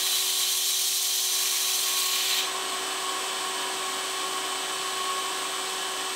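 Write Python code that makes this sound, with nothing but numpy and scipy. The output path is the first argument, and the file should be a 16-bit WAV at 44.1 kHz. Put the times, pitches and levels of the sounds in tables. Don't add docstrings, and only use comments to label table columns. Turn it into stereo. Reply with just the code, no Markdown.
import sys
import numpy as np
from scipy import signal
from scipy.fft import rfft, irfft, next_fast_len
from scipy.io import wavfile
from scipy.ndimage import map_coordinates

SR = 44100
rng = np.random.default_rng(int(sys.argv[2]) if len(sys.argv) > 2 else 0)


def decibels_to_gain(level_db):
    exponent = np.asarray(level_db, float) / 20
    return 10 ** exponent


def digitize_waveform(pressure):
    field = np.atleast_2d(pressure).T
    bounded = np.clip(field, -1, 1)
    quanta = np.round(bounded * 32767).astype(np.int16)
    wavfile.write(sys.argv[1], SR, quanta)


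N = 271215
T = np.arange(N) / SR

# level in dB, of orders 1, 2, 3, ..
FAN_ORDERS = [1, -1.5, -40, -18, -8, -19, -6, 2, -6, -8, -15]
# level in dB, of orders -3, -2, .. 6.
WHINE_SIDEBANDS = [-17, -8, -8, -5, -7, 0, -17, -22, -9, -17]
# frequency in Hz, level in dB per Hz.
RUSH_SPECTRUM = [(25, -35), (100, -28), (324, -10.5), (555, -6.5), (1090, -5.5), (1850, -7), (2050, -10.5),
                 (2250, -9), (3120, -4), (4700, -8.5), (6630, -10.5), (8000, -9.5), (9410, -16),
                 (15700, -24)]
# frequency in Hz, width in Hz, level in dB over the rush.
FRAME_MODES = [(138.5, 35, 5), (201, 18, 2.5), (703, 24, 7), (1070, 15.5, 10), (1120, 79, 7),
               (2265, 160, 3), (3305, 92, 0.5), (3540, 110, 0), (4090, 43, 0), (4370, 42, 4),
               (5930, 100, -6), (6120, 38, 1)]
# frequency in Hz, width
# in Hz, level in dB over the rush.
WHEEL_MODES = [(280, 8, 8), (307, 6, 10), (841, 8, 4), (971, 8, 3), (1373, 10, 5), (1540, 8, 7),
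               (1683, 5, 14), (1814, 10, 5), (3096, 8, 5), (8893, 45, 6)]
# place as share of a lap, level in dB.
BELT_MARKS = [
    (.37, 1.3),
    (.65, 1.3),
    (.88, 1.5),
]
# time in seconds, length in seconds, rise in dB.
WHISTLE_SWELLS = [(.15, 0.5, 4.5), (1.55, 0.035, 11), (2.0, 0.24, 12), (2.5, 0.039, 4), (2.6, 0.06, 7),
                  (2.73, 0.045, 11), (3.07, 0.054, 9), (3.18, 0.06, 7.5), (3.46, 0.078, 7), (3.85, 0.13, 8),
                  (4.35, .2, 9.5), (5.05, 0.31, 11), (5.5, .2, 5), (5.95, 0.19, 5.5)]
# time in seconds, length in seconds, change in dB.
BEARING_LULLS = [
    (.6, .35, -5),
    (1.45, .2, -2),
    (1.75, .06, -6),
    (2.75, .15, -6),
    (3.65, .1, 7.5),
    (4.2, 0.091, -6),
    (4.5, .2, 1),
    (4.95, 0.24, -12),
    (6.1, 0.16, -8),
]
# time in seconds, cut in dB.
PRESSURE = [(0, 6.5), (.45, 8.5), (.65, 10.5), (1.0, 11.5), (1.28, 10), (1.4, 7), (2.15, 6), (2.34, 4.5),
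            (2.44, 0.05), (3.3, 0), (6.15, .3)]
# frequency in Hz, width in Hz, level in dB.
BLADE_MODES = [(3015, 34, -6), (3114, 25, -7), (3211, 40, -1), (3340, 80, -8), (3517, 25, -2),
               (3548, 20, -6), (3660, 35, -3), (3798, 30, -5), (3974, 20, 2.5), (4134, 30, -2),
               (4252, 18, -2), (4400, 80, -11), (4650, 45, -9)]
# frequency in Hz, width in Hz, level in dB.
JIG_MODES = [(1903, 42, 3), (2110, 120, -8), (2385, 37, 6), (2450, 40, -5), (2680, 930, 3), (2900, 150, -1)]
# frequency in Hz, width in Hz, level in dB.
UPPER_MODES = [(5370, 140, -9), (5600, 60, -4), (5967, 40, -1), (6100, 25, 1), (6190, 60, -4),
               (6480, 60, -7), (6680, 60, -7), (6950, 100, -8)]
# frequency in Hz, level in dB per Hz.
GRIT_SPECTRUM = [(1500, -36), (2600, -16), (3150, -7), (4100, 1.5), (5000, -2), (6150, -1), (8400, -2),
                 (9000, -2), (13600, -4), (14000, -6.5), (15700, -7)]
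# frequency in Hz, width in Hz, level in dB.
GRIT_MODES = [(7350, 87, 3.5), (8320, 430, 1.5), (9100, 80, -1.5), (9790, 56, -10), (10400, 130, -11.5),
              (11100, 56, -4), (12900, 57, 1), (12800, 43, -7)]
# frequency in Hz, change in dB.
TIP_COLOUR = [(4000, 5.5), (4600, 5), (6000, -1), (7700, 4.5), (8800, -1), (12000, 1), (14000, 3),
              (15700, 3)]
# start in seconds, end in seconds.
TIP_SPAN_S = (1.9, 2.16)
# time in seconds, level in dB, frequency in Hz.
KNOCK = (5.985, -56, 45)
SCATTER_S = [.547, 1.035, 1.08, 1.893, 3.61, 3.75, 4.028, 4.121, 4.656, 5.166, 6.12]

BLADE_HZ, CARRIER_HZ, DRIVE_HZ, BELT_HZ = 379.05, 7998.85, 50.87, 5.5
FAN_DB, RUSH_DB, WHISTLE_DB, BEARING_DB = -45.5, -45, -45.5, -45
LIFT_S, FLARE_S, FLARE_DB = 2.398, 0.029, 4
RING_DB, RING_SAG_DB, RING_DIES_DB_PER_S = -30, 2.2, 130
UPPER_DB, UPPER_START_DB, UPPER_RISE_S, UPPER_DIES_DB_PER_S = -34, -6, 0.29, 120
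BELLY_ENDS_S, BELLY_LOSS_DB = 1.74, 3.5
JIG_DB, JIG_DAMPED, JIG_TIP_DB, JIG_DIES_DB_PER_S = -36.5, 0.87, 3, 114
GRIT_DB, GRIT_TIP_DB, GRIT_DIES_DB_PER_S, GRIT_TAIL_DB = -33, -4.5, 450, -16


def fan(level_db):
    turn = 2 * np.pi * BLADE_HZ * T + .1 * wobble(3) + .025 * wobble(25)
    tones = 0
    for k, db in enumerate(FAN_ORDERS, 1):
        level = decibels_to_gain(db + (0.74 + 0.024 * k) * wobble(12))
        tones = tones + level * np.sin(k * turn + rng.uniform(0, 2 * np.pi))
    return decibels_to_gain(level_db + 4.0) * tones


def whine(duck_db):
    order = np.arange(-3, 7)
    hz = CARRIER_HZ + 2 * DRIVE_HZ * order
    lag = np.where(order > 3, np.pi, .8 * (order % 2))
    lines = 0
    for f, s, db in zip(hz, lag, WHINE_SIDEBANDS):
        lines = lines + decibels_to_gain(db + 0.33 * wobble(4)) * np.sin(2 * np.pi * f * T - s)
    return decibels_to_gain(duck_db - 43.0) * lines


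def rush(level_db):
    source = decibels_to_gain(0.55 * lap(delay=0.18)) * grit(spread_db=-1)
    body = resonant_spectrum(RUSH_SPECTRUM, FRAME_MODES + WHEEL_MODES)
    heard = unit(shop(filtered(source, body), wet_db=-11.0))
    return decibels_to_gain(level_db + 13.0 + 0.21 * wobble(6.6)) * heard


def lap(delay):
    phase = (BELT_HZ * T - delay) % 1
    return sum(db * np.exp(-((phase - at) / .035) ** 2) for at, db in BELT_MARKS)


def whistle(duck_db):
    tone = decibels_to_gain(2.5 * wobble(36)) * np.sin(2 * np.pi * 1100 * T + .7 * wobble(6))
    noise = rung(rng.standard_normal(N), [(1099, 22, 0)])
    frame = decibels_to_gain(WHISTLE_DB + humps(WHISTLE_SWELLS)) * unit(tone + 0.28 * noise)
    bearing = decibels_to_gain(1.5 * wobble(15)) * np.sin(2 * np.pi * 971 * T + .5 * wobble(5))
    return decibels_to_gain(duck_db) * (frame + decibels_to_gain(BEARING_DB + humps(BEARING_LULLS)) * bearing)


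def knife(pressure_db):
    ring_db, jig_db, upper_db, hiss_db = stroke(pressure_db)
    press = lap(delay=0) + .5 * wobble(29.6) + 0.23 * wobble(120)
    lift = np.clip((2.6 - T) / 0.1, 0, 1)
    modes = [(hz, width, db + 1.5) for hz, width, db in GRIT_MODES]
    belly = unit(filtered(grit(spread_db=1), resonant_spectrum(GRIT_SPECTRUM, modes)))
    tip = np.interp(T, TIP_SPAN_S, [0, 1])
    scratch = (1 - tip) * belly + tip * filtered(belly, lambda f: decibels_to_gain(along(TIP_COLOUR, f)))
    hiss = decibels_to_gain(hiss_db + 4.5 + 1.2 * press) * scratch
    ring = decibels_to_gain(ring_db - 1 + 0.18 * press) * rung(grit(spread_db=-1.5), BLADE_MODES)
    jig = decibels_to_gain(jig_db + 4.5 + 0.92 * press) * rung(grit(spread_db=3.5), JIG_MODES)
    upper = decibels_to_gain(upper_db + 0.5 + 0.38 * press) * rung(grit(spread_db=1.0), UPPER_MODES)
    return shop(lift * (hiss + ring + jig + upper), wet_db=-9)


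def stroke(pressure_db):
    place = np.clip(T / LIFT_S, 0, 1)
    after = np.clip(T - LIFT_S, 0, None)
    tip = np.clip((T - TIP_SPAN_S[1] + 0.26) / 0.39, 0, 1)
    ring = RING_DB - RING_SAG_DB * np.sin(np.pi * place ** 2.0) - RING_DIES_DB_PER_S * after
    ring = ring + humps([(LIFT_S, FLARE_S, FLARE_DB)])
    jig = JIG_DB - JIG_DAMPED * np.maximum(pressure_db, 4) + JIG_TIP_DB * tip - JIG_DIES_DB_PER_S * after
    upper = UPPER_DB + UPPER_START_DB * np.exp(-T / UPPER_RISE_S) - UPPER_DIES_DB_PER_S * after
    upper = upper - BELLY_LOSS_DB * np.clip((T - BELLY_ENDS_S) / .06, 0, 1)
    hiss = GRIT_DB + GRIT_TIP_DB * tip + np.maximum(-GRIT_DIES_DB_PER_S * after, GRIT_TAIL_DB)
    return ring, jig, upper, hiss


def grit(spread_db):
    return unit(rng.standard_normal(N) * decibels_to_gain(spread_db * wobble(900)))


def knock():
    s, db, hz = KNOCK
    return decibels_to_gain(db) * np.exp(-((T - s) / 0.011) ** 2) * np.cos(2 * np.pi * hz * (T - s))


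def shop(x, wet_db):
    t = np.arange(SR // 2) / SR
    tail = rng.standard_normal(len(t)) * decibels_to_gain(-60 * t / 0.28) * (t > .004)
    answer = signal.fftconvolve(x, tail / np.linalg.norm(tail))[:N]
    return (x + decibels_to_gain(wet_db) * answer) / np.sqrt(1 + decibels_to_gain(2 * wet_db))


def mode(f, hz, width):
    return 1j * f * abs(width) / (hz * hz - f * f + 1j * f * abs(width))


def mode_power(f, modes):
    return sum(np.abs(decibels_to_gain(db) * mode(f, hz, width)) ** 2 for hz, width, db in modes)


def resonant_spectrum(points, modes):
    return lambda f: decibels_to_gain(along(points, f)) * np.sqrt(1 + mode_power(f, modes))


def rung(x, modes):
    return unit(filtered(x, lambda f: np.sqrt(mode_power(f, modes))))


def filtered(x, response):
    m = next_fast_len(N + SR // 2)
    return irfft(rfft(x, m) * response(np.fft.rfftfreq(m, 1 / SR)), m)[..., :N]


def unit(x):
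    return x / np.sqrt(np.mean(x ** 2) + 1e-20)


def along(points, hz):
    f, v = np.transpose(points)
    return np.interp(np.log(hz + 1), np.log(f + 1), v)


def wobble(rate):
    knots = rng.standard_normal(N // 100)
    return np.interp(T, T[::8], map_coordinates(knots, [T[::8] * rate]))


def humps(rows):
    return sum(db * np.exp(-((T - s) / length) ** 2) for s, length, db in rows)


def scene():
    pressure_db = np.interp(T, *np.transpose(PRESSURE))
    machine = fan(FAN_DB - 0.87 * pressure_db) + whine(2.0 - 1.3 * pressure_db)
    machine = machine + rush(RUSH_DB - 1.046 * pressure_db) + whistle(-0.9 * pressure_db)
    mono = machine + knife(pressure_db) + knock()
    return np.array([mono, mono])


def scattered(x):
    hz, t, z = signal.stft(x, SR, nperseg=1024)
    shape = (len(SCATTER_S), 3)
    lows = rng.uniform(4200, 13500, shape)[..., None]
    chosen = (rng.uniform(size=shape) < .45)[..., None]
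    bands = ((hz > lows) & (hz < 1.14 * lows) & chosen).any(axis=1)
    patch = bands.T @ (np.abs(t - np.c_[SCATTER_S]) < .012)
    scramble = np.exp(2j * np.pi * rng.uniform(size=z.shape))
    return signal.istft(np.where(patch, 1.74 * z * scramble, z), SR, nperseg=1024)[1][:, :N]


def low_pass(x):
    return signal.sosfilt(signal.butter(12, 17050, fs=SR, output="sos"), x)


def record(dry):
    limited = filtered(dry, lambda f: f < 15740)
    return low_pass(scattered(limited))


dry = scene()
out = record(dry)
digitize_waveform(out)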